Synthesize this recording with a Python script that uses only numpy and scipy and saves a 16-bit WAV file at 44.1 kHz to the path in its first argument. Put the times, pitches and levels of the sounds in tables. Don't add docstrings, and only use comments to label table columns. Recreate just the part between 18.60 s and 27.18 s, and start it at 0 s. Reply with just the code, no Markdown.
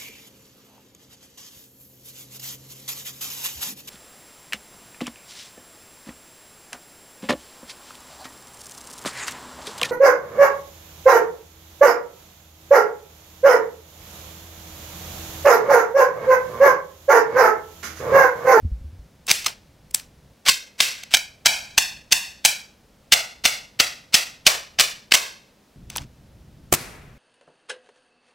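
import sys
import numpy as np
from scipy.fft import rfft, irfft, next_fast_len
from scipy.io import wavfile
from scipy.ndimage import uniform_filter1d, map_coordinates

SR = 44100
rng = np.random.default_rng(int(sys.argv[2]) if len(sys.argv) > 2 else 0)


def waveform_to_disk(signal):
    frames = np.transpose(np.atleast_2d(signal))
    scaled = np.clip(frames, -1, 1) * 32767
    samples = np.round(scaled).astype(np.int16)
    wavfile.write(sys.argv[1], SR, samples)


N = 378378
TIME = np.arange(N) / SR

# frequency in Hz, relative level in dB.
RUMBLE_SPECTRUM = [(12, -39), (20, -7), (37, -6.5), (59, 1), (91, -5), (150, -2.5), (179, -8), (400, -21.5),
                   (520, -53), (880, -120)]
AIR_SPECTRUM = [(120, -24), (200, -5), (345, -13.5), (534, -10.5), (641, -13.5), (1090, -20), (2170, -23),
                (5590, -26.5), (8200, -31.5), (15500, -35)]
# frequency in Hz, side over mid in dB.
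BACKGROUND_WIDTH = [(60, -23), (200, -21), (700, -6.5), (3000, -16), (12000, -8.5)]
# time in seconds, level in dB.
EARLY_RUMBLE = [(0.45, -52.5), (0.65, -58), (1.71, -55.5), (1.84, -67), (3.37, -54), (3.62, -61.5),
                (6.24, -58), (7.12, -67)]
LATE_RUMBLE = [(7.19, -43), (7.33, -46), (7.43, -36.5), (7.488, -52), (8.09, -46.5)]
RUMBLE_STEP_S = 7.16
EARLY_OFFSET_DB, LATE_OFFSET_DB, AIR_DB = 0.5, -0.5, -58.5

# start in seconds, level in dB before a shared gain, pitch in Hz, t60 in seconds.
THUMP_EVENTS = [(0.027, -24.5, 83, 0.17), (0.047, -11.5, 77, 0.11), (.116, -16, 57, 0.17),
                (.212, -25, 54.3, 0.085), (0.245, -26, 72.4, 0.21), (0.326, -36, 88, 0.25),
                (.39, -33, 55.5, .15)]

# frequency in Hz, relative level in dB.
SNAP_SPECTRUM = [(40, -16), (250, -13.5), (540, -15.5), (700, -7), (1100, -11.5), (1900, -3), (2800, 0.5),
                 (3900, -2), (5000, -2), (6300, -2), (6800, -7), (8300, -5.5), (11000, -15), (16000, -13)]
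TAIL_SPECTRUM = [(60, -25), (380, -16), (680, -12.5), (1250, -12), (1700, -7.5), (2550, -1.5), (3300, -4.5),
                 (4700, -3), (6200, -2), (6700, -6), (7500, -2), (9000, -6), (12000, -11), (16000, -13)]
# frequency in Hz, side over mid in dB.
SNAP_STEREO = [(400, -20.5), (1000, -17), (2200, -28), (4500, -31.5), (8000, -24.5), (12000, -10)]
TAIL_STEREO = [(400, -7), (600, -8), (1000, 2), (2200, -2), (3300, -23.5), (5500, -22.5), (7500, -6),
               (12000, -3)]
# frequency in Hz, width in Hz, gain in dB before random strength and depth.
HOUSING_MODES = [(660, 39, 3), (1110, 29, 5.5), (1550, 180, 2), (2164, 110, 2), (2645, 62, 1.5),
                 (3015, 110, 3.5), (3520, 99, 4.5), (4270, 520, 1), (4670, 110, 3.5), (5190, 61, 5.5),
                 (6182, 110, 5), (7720, 200, 2.5)]
# time in seconds, comb spacing in Hz.
COMB_SPACING = [(1.35, 632), (1.89, 524), (2.2, 532), (2.54, 787), (2.86, 788), (3.18, 882), (3.52, 894),
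                (3.85, 791), (4.52, 696), (4.85, 702), (5.2, 663), (5.54, 662), (5.87, 590), (6.2, 590),
                (6.54, 528)]
# time in seconds, strength from 0 to 1.
ECHO_STRENGTH = [(1.35, 0), (1.89, 0.7), (2.2, .22), (2.54, 0.98), (3.52, 0.88), (3.85, 0.74), (4.52, 0.63),
                 (5.87, 0.28), (6.54, 0.52), (7.36, .06)]

# start in seconds, level in dB, treble tilt in dB.
CLICK_EVENTS = [(0.667, -32, 17), (0.844, -28.5, 2), (0.881, -26, -9), (1.309, -40, 19), (1.356, -31, 14),
                (1.396, -35, 8), (1.866, -17, -18), (2.434, -29, -2), (2.569, -17.5, 2.5),
                (6.188, -12, -11), (6.5197, -5, -7), (7.3, -30.5, 8.5), (7.355, -33, -10),
                (7.369, -24.5, 23), (7.38, -23.5, -12)]
CLICK_S, CLICK_BASS_DB = 0.0032, -2
RUSTLE_AT_S, RUSTLE_S, RUSTLE_DB = 7.303, 0.12, -45.5

# start in seconds, level in dB, length of the cut in seconds, treble tilt in dB,
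# bass tilt in dB, squeeze length in seconds, squeeze level in dB, tail level in dB before shared gain,
# tail t60 in seconds, tail bass tilt in dB.
SNAP_EVENTS = [(0.7128, -3, 0.0018, 2, -0.5, .037, -15, -20.5, 0.44, -2.5),
               (0.861, -12.5, 0.0085, -1.5, -2, 0.028, -32, -25.5, 0.2, 8),
               (1.3459, -5, .001, 16.5, -2.5, 0.0028, -26.5, -31.5, 0.26, 4),
               (1.884, -6.5, .014, 1, -3, 0.033, -18, -16, .36, -6.5),
               (2.2031, -5.5, 0.0059, -5.5, -1, .024, -29.5, -16.5, 0.49, -4.5),
               (2.538, -5, 0.012, -0.5, -0.5, .034, -28, -18.5, 0.34, -1.5),
               (2.858, -5, 0.012, -1.5, 1.5, 0.0094, -24.5, -16.5, 0.54, 3.5),
               (3.178, -4.5, 0.0085, 1, 2.5, 0.0053, -18, -15.7, .41, -1),
               (3.5225, -6, 0.0092, 4, -3.5, 0.015, -19, -17.5, .47, -0.5),
               (3.8497, -5, .011, 6.5, 2, 0.0077, -16.5, -15, .38, 0),
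               (4.5216, -4, 0.018, -2.5, -3, .006, -26, -15, .42, 5.5),
               (4.8524, -5.5, 0.0089, -3, 0.5, 0.015, -14.5, -16.5, 0.41, 3),
               (5.1993, -5, .008, -6.5, -2.5, 0.01, -18, -18, 0.41, 3.5),
               (5.5414, -5.5, .012, -1, -2, 0.018, -22, -14.5, 0.39, 0.5),
               (5.866, -2, .011, -2.5, -9, 0.015, -25, -14, .39, 7),
               (6.196, -7, 0.016, -0.5, 0.5, 0.0096, -18.5, -15, .38, 1.5),
               (6.538, -6.5, 0.016, -1, 0, 0.03, -20, -16.5, 0.45, 5),
               (7.361, -18, 0.00097, 10, 19, .006, -38, -38, .2, 26)]
CONTACT_S, CONTACT_T60_S = 0.002, 0.012
BITE_DB, GRIND_DB, STOP_DB = -2.5, -4, -8
SQUEEZE_SWELL_DB = 10.5
# start in seconds, level in dB, frequency in Hz, t60 in seconds.
HANDLE_TONES = [(0.863, -15, 1236, 0.032), (1.884, -11, 1088, 0.058), (6.197, -22, 1207, .06),
                (6.539, -19.5, 1005, .05)]

TAIL_RISE_S, TAIL_HOLD_S, TAIL_DB = 0.0062, 0.012, -1.52
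TAIL_TREBLE_DB, TAIL_TREBLE_SHARE = -4.5, 0.45
SHEEN_DB, SHEEN_LIFE = 1, 0.75
WOBBLE_DB, WOBBLE_S = 1, 0.012

# start in seconds, level in dB, length in seconds.
KNOCK_BLOWS = [(8.125, -6, 0.0023), (8.136, -11.5, 0.0051), (8.145, -17.5, 0.0051)]
# frequency in Hz, relative level in dB, t60 in seconds.
CASE_MODES = [(108, -18, .13), (163, -1, 0.065), (247.5, -22, .04), (355, 0.5, 0.059), (747, 2.5, 0.027),
              (1160, 1.5, 0.035), (1326, -15, .035), (2300, -0.5, 0.05)]
# frequency in Hz, relative level in dB.
KNOCK_SPECTRUM = [(40, -24.5), (100, -14.5), (350, -1.5), (560, -4), (750, -10), (1120, -4.5),
                  (1650, -12.5), (2280, -6), (3900, -12), (8000, -5.5), (10000, -11), (15500, -9)]
KNOCK_TAIL_SPECTRUM = [(80, -18), (150, -9), (370, -6.5), (640, -9.5), (1300, -10), (2450, -9.5),
                       (3000, -17.5), (5000, -20), (11500, -26), (15000, -34)]
# frequency in Hz, side over mid in dB.
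KNOCK_STEREO = [(60, 2), (240, -11), (950, -3.5), (3770, -8.5), (15000, -3)]

BAND_LIMIT_HZ = 15900


def amp(db):
    return 10 ** (np.asarray(db) / 20)


def unit(x):
    return x / np.sqrt(np.mean(x ** 2) + 1e-20)


def along(points, hz):
    f, v = np.transpose(points)
    return np.interp(np.log(hz + 1), np.log(f + 1), v)


def filtered(x, response):
    size = x.shape[-1]
    padded = next_fast_len(size + SR // 8)
    spectrum = rfft(x, padded) * response(np.fft.rfftfreq(padded, 1 / SR))
    return irfft(spectrum, padded)[..., :size]


def shelf(hz, corner_hz, db):
    return amp(db / (1 + (corner_hz / (hz + 1)) ** 6))


def noise(spectrum, width, size, shape=lambda hz: 1):
    def gain(hz):
        mid_db = along(spectrum, hz)
        return shape(hz) * amp([mid_db, mid_db + along(width, hz)])
    mid, side = filtered(rng.standard_normal((2, size)), gain)
    return unit(np.array([mid + side, mid - side]))


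def burst(t, length, rise, t60):
    return (1 - np.exp(-t / rise)) * amp(-60 * np.maximum(t - length, 0) / t60)


def add(track, s, sound):
    start = max(round(s * SR), 0)
    track[:, start:start + sound.shape[-1]] += sound[..., :N - start]


def background():
    early_db = np.interp(TIME, *np.transpose(EARLY_RUMBLE)) + EARLY_OFFSET_DB
    late_db = np.interp(TIME, *np.transpose(LATE_RUMBLE)) + LATE_OFFSET_DB
    rumble_db = np.where(TIME < RUMBLE_STEP_S, early_db, late_db)
    rumble = amp(rumble_db) * noise(RUMBLE_SPECTRUM, BACKGROUND_WIDTH, N)
    air = amp(AIR_DB) * noise(AIR_SPECTRUM, BACKGROUND_WIDTH, N)
    return rumble + air


def thumps():
    out, t = np.zeros((2, N)), TIME[:SR // 3]
    for s, db, hz, t60 in THUMP_EVENTS:
        swing = np.sin(2 * np.pi * hz * t) * burst(t, 0, rise=0.0052, t60=t60)
        pat = np.sin(2 * np.pi * 2.85 * hz * t) * burst(t, 0, rise=0.0018, t60=0.07)
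        add(out, s, -amp(db + 2.5) * (swing + amp(-18) * pat))
    return out


def tone(hz, treble_db, bass_db):
    treble = shelf(hz, 6500, treble_db) * shelf(hz, 15000, -0.5 * treble_db)
    body = shelf(hz, 350, bass_db) * shelf(hz, 1400, -bass_db)
    return treble * body


def housing(hz, depth):
    strengths = 1.7 * rng.random(len(HOUSING_MODES))
    gain_db = 0
    for strength, (mode_hz, width_hz, db) in zip(strengths, HOUSING_MODES):
        gain_db = gain_db + strength * db / (1 + (2 * (hz - mode_hz) / width_hz) ** 2)
    return amp(depth * gain_db)


def near_echo(s, hz, depth):
    comb_hz = np.interp(s, *np.transpose(COMB_SPACING))
    echo = np.interp(s, *np.transpose(ECHO_STRENGTH))
    strength = np.clip(echo * depth, 0, 0.9)
    delayed = strength / (1 + (hz / 7500) ** 6) * np.exp(-2j * np.pi * hz / comb_hz)
    comb = np.abs(1 + delayed) ** 1.7
    third_peak = amp(6 * strength / (1 + ((hz - 3 * comb_hz) / 130) ** 2))
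    return comb * third_peak


def strike(t, lead, length, t60):
    lead_in = amp(-14) * np.exp(-np.abs(t - lead) / 0.002)
    return lead_in + burst(np.maximum(t - lead, 0), length, rise=0.00072, t60=t60)


def contact(s, length, treble_db, bass_db):
    t = TIME[:SR // 10]
    lead = 0.012
    shape = lambda hz: tone(hz, treble_db, bass_db) * housing(hz, depth=1.43) * near_echo(s, hz, depth=0.25)
    chatter = noise(SNAP_SPECTRUM, SNAP_STEREO, len(t), shape)
    return s - lead, chatter * strike(t, lead, length, t60=CONTACT_T60_S)


def rub(length, swell_db, treble_db, bass_db):
    t = TIME[:SR // 5]
    shape = lambda hz: tone(hz, treble_db, bass_db) * housing(hz, depth=0.93)
    scrape = noise(TAIL_SPECTRUM, SNAP_STEREO, len(t), shape)
    wander = unit(uniform_filter1d(rng.standard_normal(len(t)), size=100))
    slips = unit(amp(4 * wander))
    swell = amp(swell_db * (np.minimum(t / length, 1) - 1))
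    return scrape * slips * swell * burst(t, length, rise=0.0054, t60=length)


def handling():
    out = np.zeros((2, N))
    for s, db, treble_db in CLICK_EVENTS:
        start, chatter = contact(s, CLICK_S, treble_db, CLICK_BASS_DB)
        add(out, start, amp(db) * chatter)
    rustle = rub(RUSTLE_S, swell_db=1, treble_db=-10, bass_db=11)
    add(out, RUSTLE_AT_S, amp(RUSTLE_DB) * rustle)
    return out


def clipper():
    out, t = np.zeros((2, N)), TIME[:SR // 7]
    for s, db, cut_s, treble_db, bass_db, squeeze_s, squeeze_db, *_ in SNAP_EVENTS:
        squeeze = rub(squeeze_s, SQUEEZE_SWELL_DB, treble_db=-9, bass_db=1.5)
        add(out, s - squeeze_s, amp(squeeze_db) * squeeze)
        touch_s = min(CONTACT_S, cut_s)
        stop_at = s + max(cut_s - CONTACT_S, 0)
        parts = [(s, touch_s, BITE_DB), (s, cut_s, GRIND_DB), (stop_at, touch_s, STOP_DB)]
        for at, length, part_db in parts:
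            start, chatter = contact(at, length, treble_db, bass_db)
            add(out, start, amp(db + part_db) * chatter)
    for s, db, hz, t60 in HANDLE_TONES:
        ring = np.sin(2 * np.pi * hz * t) * burst(t, 0, rise=0.0013, t60=t60)
        add(out, s, amp(db) * ring)
    return out


def tails():
    out, t = np.zeros((2, N)), TIME[:SR * 6 // 10]
    for s, _, _, treble_db, _, _, _, db, t60, bass_db in SNAP_EVENTS:
        tail_treble_db = TAIL_TREBLE_DB + TAIL_TREBLE_SHARE * treble_db
        colour = lambda hz: tone(hz, tail_treble_db, bass_db)
        shape = lambda hz: colour(hz) * housing(hz, depth=0.2) * near_echo(s, hz, depth=0.59)
        ring = noise(TAIL_SPECTRUM, TAIL_STEREO, len(t), shape)
        treble = filtered(ring, lambda hz: 1 - shelf(hz, 8700, -39.5))
        body = (ring - treble) * burst(t, TAIL_HOLD_S, rise=TAIL_RISE_S, t60=t60)
        sheen = amp(SHEEN_DB) * treble * burst(t, TAIL_HOLD_S, rise=0.0032, t60=t60 * SHEEN_LIFE)
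        wobble = map_coordinates(rng.standard_normal(256), [t / WOBBLE_S], mode="mirror")
        add(out, s, amp(db + TAIL_DB + WOBBLE_DB * wobble) * (body + sheen))
    return out


def knock():
    out, t = np.zeros((2, N)), TIME[:SR // 2]
    lead = 0.015
    for s, db, length in KNOCK_BLOWS:
        crack = noise(KNOCK_SPECTRUM, KNOCK_STEREO, len(t)) * strike(t, lead, length, t60=0.022)
        hollow = sum(amp(level - 60 * t / t60) * np.sin(2 * np.pi * hz * t) for hz, level, t60 in CASE_MODES)
        add(out, s - lead, amp(db) * crack)
        add(out, s, amp(db - 13.5) * hollow)
    tail = noise(KNOCK_TAIL_SPECTRUM, KNOCK_STEREO, len(t))
    dull = filtered(tail, lambda hz: shelf(hz, 4700, -35))
    bright = tail - dull
    add(out, 8.13, amp(-33.5) * dull * burst(t, 0, rise=0.011, t60=1.08))
    add(out, 8.13, amp(-23) * bright * burst(t, 0, rise=0.0091, t60=0.58))
    return out * amp([[0.6], [-0.6]])


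def scene():
    return background() + thumps() + handling() + clipper() + tails() + knock()


def record(dry):
    clipped = dry / (1 + np.abs(dry / 0.98) ** 12) ** (1 / 12)
    return filtered(clipped, lambda hz: 1 / (1 + (hz / BAND_LIMIT_HZ) ** 160))


dry = scene()
out = record(dry)
waveform_to_disk(out)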